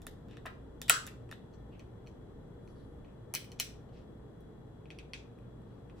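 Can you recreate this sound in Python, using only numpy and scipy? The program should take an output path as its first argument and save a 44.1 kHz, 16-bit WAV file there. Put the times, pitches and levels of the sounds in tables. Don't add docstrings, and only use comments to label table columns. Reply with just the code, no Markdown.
import sys
import numpy as np
from scipy import signal
from scipy.fft import rfft, irfft, next_fast_len
from scipy.io import wavfile

SR = 44100
rng = np.random.default_rng(int(sys.argv[2]) if len(sys.argv) > 2 else 0)


def voltage_ratio(level):
    return 10 ** (np.asarray(level, float) / 20)


def generate_wav(signal):
    frames = np.transpose(np.atleast_2d(signal))
    scaled = np.clip(frames, -1, 1) * 32767
    pcm = np.round(scaled).astype(np.int16)
    wavfile.write(sys.argv[1], SR, pcm)


N = 264600

# (frequency [Hz], level [dB per Hz])
AIR_SPECTRUM = [(12, -35), (20, -2.5), (53, 1), (123, -1), (459, -10), (574, -16), (1810, -32), (2320, -45),
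                (3340, -38.5), (4540, -50.5), (7000, -47.5), (10000, -51), (13900, -55), (14700, -70),
                (16000, -85)]
# (frequency [Hz], left minus right [dB])
AIR_LEAN_LEFT = [(60, 0), (110, -0.5), (200, 1), (380, 0.5), (700, 6), (1290, 7), (2380, -3), (4400, 1.5),
                 (8120, 1.5), (15000, -2.5)]
# (frequency [Hz], likeness [-1 to 1])
CAPSULE_LIKENESS = [(60, 0.98), (130, 0.99), (290, 0.54), (640, 0.27), (1410, 0.33), (3100, -0.27),
                    (6820, -0.16), (15000, 0.45)]
# (time [s], level [dB])
DUCT_PRESSURE = [
    (0, -53),
    (1.08, -60.5),
    (1.6, -59),
    (3.0, -56),
    (3.4, -66),
    (3.9, -58),
    (5.1, -76),
    (6, -58),
]
# (frequency [Hz], width [Hz], level [dB])
HUM_TONES = [
    (58, 9, -59.5),
    (119.5, 8, -58.5),
    (432.3, 48, -66.5),
    (471.6, 10, -67.5),
    (1790, 10, -85),
    (3360, 110, -81.5),
    (3950, 111, -88),
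]
# (time [s], peak [dB], tilt [dB per octave], focus [dB per octave squared])
TOOTH_CRACKS = [(0.0184, -57.5, 2, 2.5), (0.0672, -47.0, -1.5, -2), (0.2843, -69.5, -3.5, -1.0),
                (0.3107, -62, -6, 4), (0.3321, -63, -7.0, 6), (0.3696, -56, -7.5, 1),
                (0.4594, -53.5, -2.5, -2), (0.4644, -50.5, -9, -2), (0.816, -41, 0.5, 1),
                (1.0665, -51.5, 13, 6.5), (1.074, -48.5, -3, -1.0), (1.3129, -50, -4, -2),
                (1.3244, -49.5, -10, 3.5)]
# (frequency [Hz], level [dB], t60 [s])
MOUTH_MODES = [(520, -9, 0.005), (1350, -3, 0.0043), (1780, -5, 0.012), (2570, -1, 0.0036),
               (3600, -2.5, .009), (4380, -4.5, 0.0014), (5533, -3.5, 0.0043), (6612, -8.5, 0.0038),
               (7130, 3, 0.0022), (9600, -3, 0.0031), (10360, 6.5, 0.0011), (12300, 4.5, .002),
               (13700, -5.5, .002), (16090, -1, .002)]
# (time [s], length [s], level [dB], centre [Hz], width [Hz])
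RUB_STROKES = [(0.285, .1, -72.5, 2407, 2400), (0.454, 0.013, -44, 970, 910), (.472, 0.039, -60, 1480, 398),
               (.82, 0.06, -62.5, 3460, 500), (0.884, .012, -40, 3000, 3000),
               (0.911, 0.051, -43, 4200, 4000), (0.914, 0.072, -40, 1450, 350),
               (1.069, 0.016, -56, 1700, 1500), (1.526, 0.029, -83, 5110, 2550),
               (1.712, 0.066, -74, 2500, 1303), (2.6, 0.45, -90, 10480, 1504),
               (2.675, .05, -81, 4760, 3100), (2.74, 0.14, -83, 3990, 1802),
               (3.054, 0.076, -83, 2412, 1204), (3.59, 0.045, -49, 4100, 4530),
               (3.92, 0.13, -76.5, 3000, 3510), (5.135, 0.074, -68, 4800, 3940),
               (5.379, 0.093, -86, 2268, 1800), (5.627, 0.27, -88.5, 3348, 2197),
               (5.958, 0.088, -76.5, 3704, 5832)]
# (time [s], peak [dB], tilt [dB per octave], focus [dB per octave squared])
LEG_CRACKS = [
    (0.8815, -42.5, 4, 4),
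    (0.8959, -27.5, 10, 0.5),
    (0.8973, -17, 3.5, 8),
    (0.8975, -20.0, -5, 4),
    (0.904, -38, -5.0, 0.5),
    (1.2915, -63, -4.5, 4.0),
]
# (frequency [Hz], level [dB], t60 [s])
LEG_MODES = [(484, -26.5, .012), (693, -11, 0.011), (953.5, -21.5, 0.015), (1330, -6.5, 0.022),
             (1397, -1, 0.0092), (1870, -2.5, 0.009), (2550, 0, 0.0037), (3140, -11.5, 0.0054),
             (3790, -10, 0.0043), (4600, -11.5, 0.0014), (5500, -11.5, .004), (5830, -11.5, 0.001),
             (7820, 1, 0.0037), (8950, -4, 0.0048), (10050, -1, 0.0024), (11300, -4, 0.00092),
             (11660, -6, .002), (13780, -6.5, 0.0028), (15300, -4.5, 0.0019)]
# (time [s], peak [dB], tilt [dB per octave], focus [dB per octave squared])
FINGER_SNAPS = [(1.5369, -67, 8, 14), (1.7942, -60, -4.5, 1), (2.0632, -70, -2, 6.0), (2.0712, -61, 0, 3.5),
                (2.6754, -71, 0, 2), (3.045, -74.5, -10, 0.5), (3.3385, -40.5, 3.5, -1.5),
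                (3.3497, -37.5, 2.5, -1), (3.357, -37.5, -9, 16.5), (3.4438, -62, 0.0, -0.5),
                (3.5176, -55.5, 1.5, 3), (3.5987, -32.5, 4, 1.5), (3.8897, -72, -6, 21),
                (4.4064, -91, 2, -8.0)]
# (frequency [Hz], level [dB], t60 [s])
HAND_MODES = [(830, -3.5, 0.0033), (1260, -15, 0.0097), (1915, -14, 0.036), (2430, 2.5, 0.0048),
              (3000, -5, 0.0088), (3650, -6.5, 0.0015), (4270, -6, 0.01), (5910, -7, 0.0038),
              (6060, 3, 0.0022), (7360, -5.5, 0.0058), (10040, -19, 0.0011), (9700, 1, 0.0019),
              (11300, 6.5, 0.00067), (11800, -7, 0.0032), (15140, -5, 0.0085), (14800, -12, 0.0087)]
# (time [s], peak [dB], tilt [dB per octave], focus [dB per octave squared])
NAIL_PICKS = [
    (4.8559, -64.5, -9, 6.5),
    (4.9034, -45, -4, 9.5),
    (4.9869, -45.5, -4.5, 7),
    (5.134, -35, -3.5, 10),
    (5.3863, -74, -5, 1),
    (5.618, -77, 0, 2.5),
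    (5.8972, -67, -9.5, 3),
]
# (frequency [Hz], level [dB], t60 [s])
OPENED_MODES = [(1110, 0, 0.0051), (1939, -2.5, 0.0051), (2500, 4, 0.0044), (3250, -4, 0.0053),
                (4400, -8.5, 0.0078), (5620, -3, 0.0036), (6200, -9, 0.00096), (8340, -1.5, 0.005),
                (9900, 9, 0.002), (13100, 7, .002), (15500, -8, .002)]
# (delay [s], level [dB])
EARLY_ECHOES = [
    (.0035, -4),
    (.008, -11.5),
    (0.014, -14),
]
# (frequency [Hz], t60 [s])
ROOM_DECAY = [(300, 0.64), (1400, 0.36), (2500, 0.34), (4000, 0.34), (8000, 0.3), (16000, 0.23)]
# (frequency [Hz], level [dB])
ROOM_COLOUR = [(300, -15.5), (1150, -17), (1450, -10.5), (1800, -14), (2500, -7), (4000, -10.5),
               (6000, -10), (8000, -11.5), (16000, -17.5)]

AIR_FLOOR_DB, AIR_FOLLOWS = -52.5, 0.05
PIVOT_HZ, REACH_OCTAVES = 4000, 1.55
JOIN_HZ, LEFT_LAG_SAMPLES = 6900, 16.64


def at_hz(points, hz):
    table = np.array(points)
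    return np.interp(np.log(hz), np.log(table[:, 0]), table[:, 1])


def rms_one(x):
    return x / np.sqrt(np.mean(x ** 2) + 1e-20)


def bandpass(x, low_hz, high_hz):
    return signal.sosfilt(signal.butter(2, [low_hz, high_hz], "band", fs=SR, output="sos"), x)


def ring(clicks, hz, t60):
    radius = voltage_ratio(-60 / (t60 * SR))
    angle = 2 * np.pi * hz / SR
    feedback = [1, -2 * radius * np.cos(angle), radius * radius]
    return signal.lfilter([0, np.sin(angle)], feedback, clicks + 1e-18)


def pair(hz, shape):
    settle = SR // 4
    mid, side = shape(rng.standard_normal((2, N + settle)))[:, settle:]
    alike = np.clip(at_hz(CAPSULE_LIKENESS, hz), -1, 1)
    return np.sqrt(1 + alike) * mid + np.sqrt(1 - alike) * side * [[1], [-1]]


def ventilation():
    rumble_db = np.interp(np.arange(N) / SR, *np.transpose(DUCT_PRESSURE))
    hiss_db = AIR_FLOOR_DB + AIR_FOLLOWS * (rumble_db - rumble_db.mean())
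    edges = 18 * 2 ** np.arange(0, 9.9, 0.4)
    rumble, hiss = 0, 0
    for low_hz, high_hz in zip(edges, edges[1:]):
        hz = np.sqrt(low_hz * high_hz)
        level_db = at_hz(AIR_SPECTRUM, hz) + at_hz(AIR_LEAN_LEFT, hz) * np.array([[0.5], [-0.5]])
        band = voltage_ratio(level_db) * pair(hz, lambda noise: bandpass(noise, low_hz, high_hz))
        if hz < 90:
            rumble = rumble + band
        else:
            hiss = hiss + band
    return voltage_ratio(rumble_db) * rms_one(rumble) + voltage_ratio(hiss_db) * rms_one(hiss)


def hums():
    out = 0
    for hz, width, db in HUM_TONES:
        tone = pair(hz, lambda noise: ring(noise, hz, 4.3 / width))
        out = out + voltage_ratio(db) * rms_one(tone)
    return out


def swell(modes, cycles, damping):
    hz, t60 = np.array(modes)[:, :1], np.array(modes)[:, 2:] / damping
    time = np.maximum(np.arange(SR // 25) / SR - cycles / hz, 0)
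    decay = np.log(1000) * time / t60
    return decay * np.exp(1 - decay) * np.cos(2 * np.pi * hz * time)


def shell(events, modes, gain_db, tear_s, scatter_db, after, cycles):
    near = swell(modes, cycles, damping=1)
    around = swell(modes, 0, damping=2.2)
    mode_hz, mode_db = np.array(modes)[:, 0], np.array(modes)[:, 1]
    octave = np.clip(np.log2(mode_hz / PIVOT_HZ), -REACH_OCTAVES, REACH_OCTAVES)
    draws = rng.standard_normal((len(events), 4, len(modes)))
    slips = rng.random((len(events), 3))
    length = SR // 25
    out = np.zeros((2, N + SR))
    for (s, peak_db, tilt, focus), draw, slip in zip(events, draws, slips):
        strength = voltage_ratio(peak_db + gain_db + tilt * octave - focus * octave ** 2 + mode_db)
        scattered = strength * voltage_ratio(scatter_db * draw[3])
        for k in range(3):
            at = round((s + k * slip[k] * tear_s) * SR)
            out[0, at:at + length] += after ** k * (scattered * np.sign(draw[k])) @ near
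        start = round(s * SR)
        out[1, start:start + length] += strength @ around
    no_bass = signal.butter(2, 400, "high", fs=SR, output="sos")
    return signal.sosfilt(no_bass, out[:, :N])


def bites():
    return shell(TOOTH_CRACKS, MOUTH_MODES, gain_db=1.0, tear_s=0.00049, scatter_db=-2.5, after=0.28, cycles=1.5)


def room(x):
    size = next_fast_len(N + SR)
    hz = np.maximum(np.arange(size // 2 + 1) * SR / size, 1)
    t60, spectrum = at_hz(ROOM_DECAY, hz), rfft(x, size)

    def delay(lag):
        return np.exp(-2j * np.pi * hz * lag)

    out = []
    for side in range(2):
        tail, early = 0, 0
        for lag in rng.uniform(0.009, 0.025, 10):
            loop = voltage_ratio(-60 * lag / t60) * delay(lag)
            tail = tail + rng.choice([-1, 1]) * loop / (1 - loop)
        for s, db in EARLY_ECHOES:
            early = early + voltage_ratio(db) * delay(s + rng.uniform(0, 0.00058))
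        response = voltage_ratio(at_hz(ROOM_COLOUR, hz)) * (tail + voltage_ratio(16.0) * early)
        for lag in rng.uniform(0.0004, 0.0025, 3):
            turn = delay(lag)
            response = response * (turn - 0.42) / (1 - 0.421 * turn)
        out.append(irfft(spectrum * response, size)[:N])
    return np.array(out)


def rubs(grains_per_s):
    out, time = np.zeros(N), np.arange(N) / SR
    grains = rng.standard_normal(N) * (rng.random(N) < grains_per_s / SR)
    for s, length, db, hz, width in RUB_STROKES:
        stroke = np.sin(np.pi * np.clip((time - s) / length, 0, 1) ** 0.55)
        texture = bandpass(grains, max(hz - width / 2, 300), hz + width / 2)
        out += voltage_ratio(db) * stroke * rms_one(texture)
    return out


def leg_break():
    return shell(LEG_CRACKS, LEG_MODES, gain_db=4.0, tear_s=0.00018, scatter_db=1.5, after=0.06, cycles=0.99)


def snaps():
    return shell(FINGER_SNAPS, HAND_MODES, gain_db=3, tear_s=0.0005, scatter_db=-2.5, after=0.42, cycles=2.56)


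def picks():
    return shell(NAIL_PICKS, OPENED_MODES, gain_db=-0.5, tear_s=0.00039, scatter_db=-0.7, after=0.57,
                 cycles=1.456)


def scene():
    near, around = bites() + rubs(grains_per_s=6000) + leg_break() + snaps() + picks()
    direct = near * voltage_ratio([[0.5], [-0.5]])
    return ventilation() + hums() + direct + room(around)


def joined_treble(pair_of):
    size = next_fast_len(N + 64)
    hz = np.arange(size // 2 + 1) * SR / size
    left, right = rfft(pair_of, size)
    joined = 1 / (1 + np.exp((JOIN_HZ - hz) / 150))
    late = right * np.exp(-2j * np.pi * hz * LEFT_LAG_SAMPLES / SR)
    return irfft(np.array([left * (1 - joined) + late * joined, right]), size)[:, :N]


def band_limit(x):
    return signal.sosfilt(signal.butter(12, 17340, fs=SR, output="sos"), x)


def record(dry):
    top_cut = signal.cheby2(10, 60, 17000, fs=SR, output="sos")
    mix = signal.sosfilt(top_cut, joined_treble(dry))
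    return band_limit(mix)


dry = scene()
out = record(dry)
generate_wav(out)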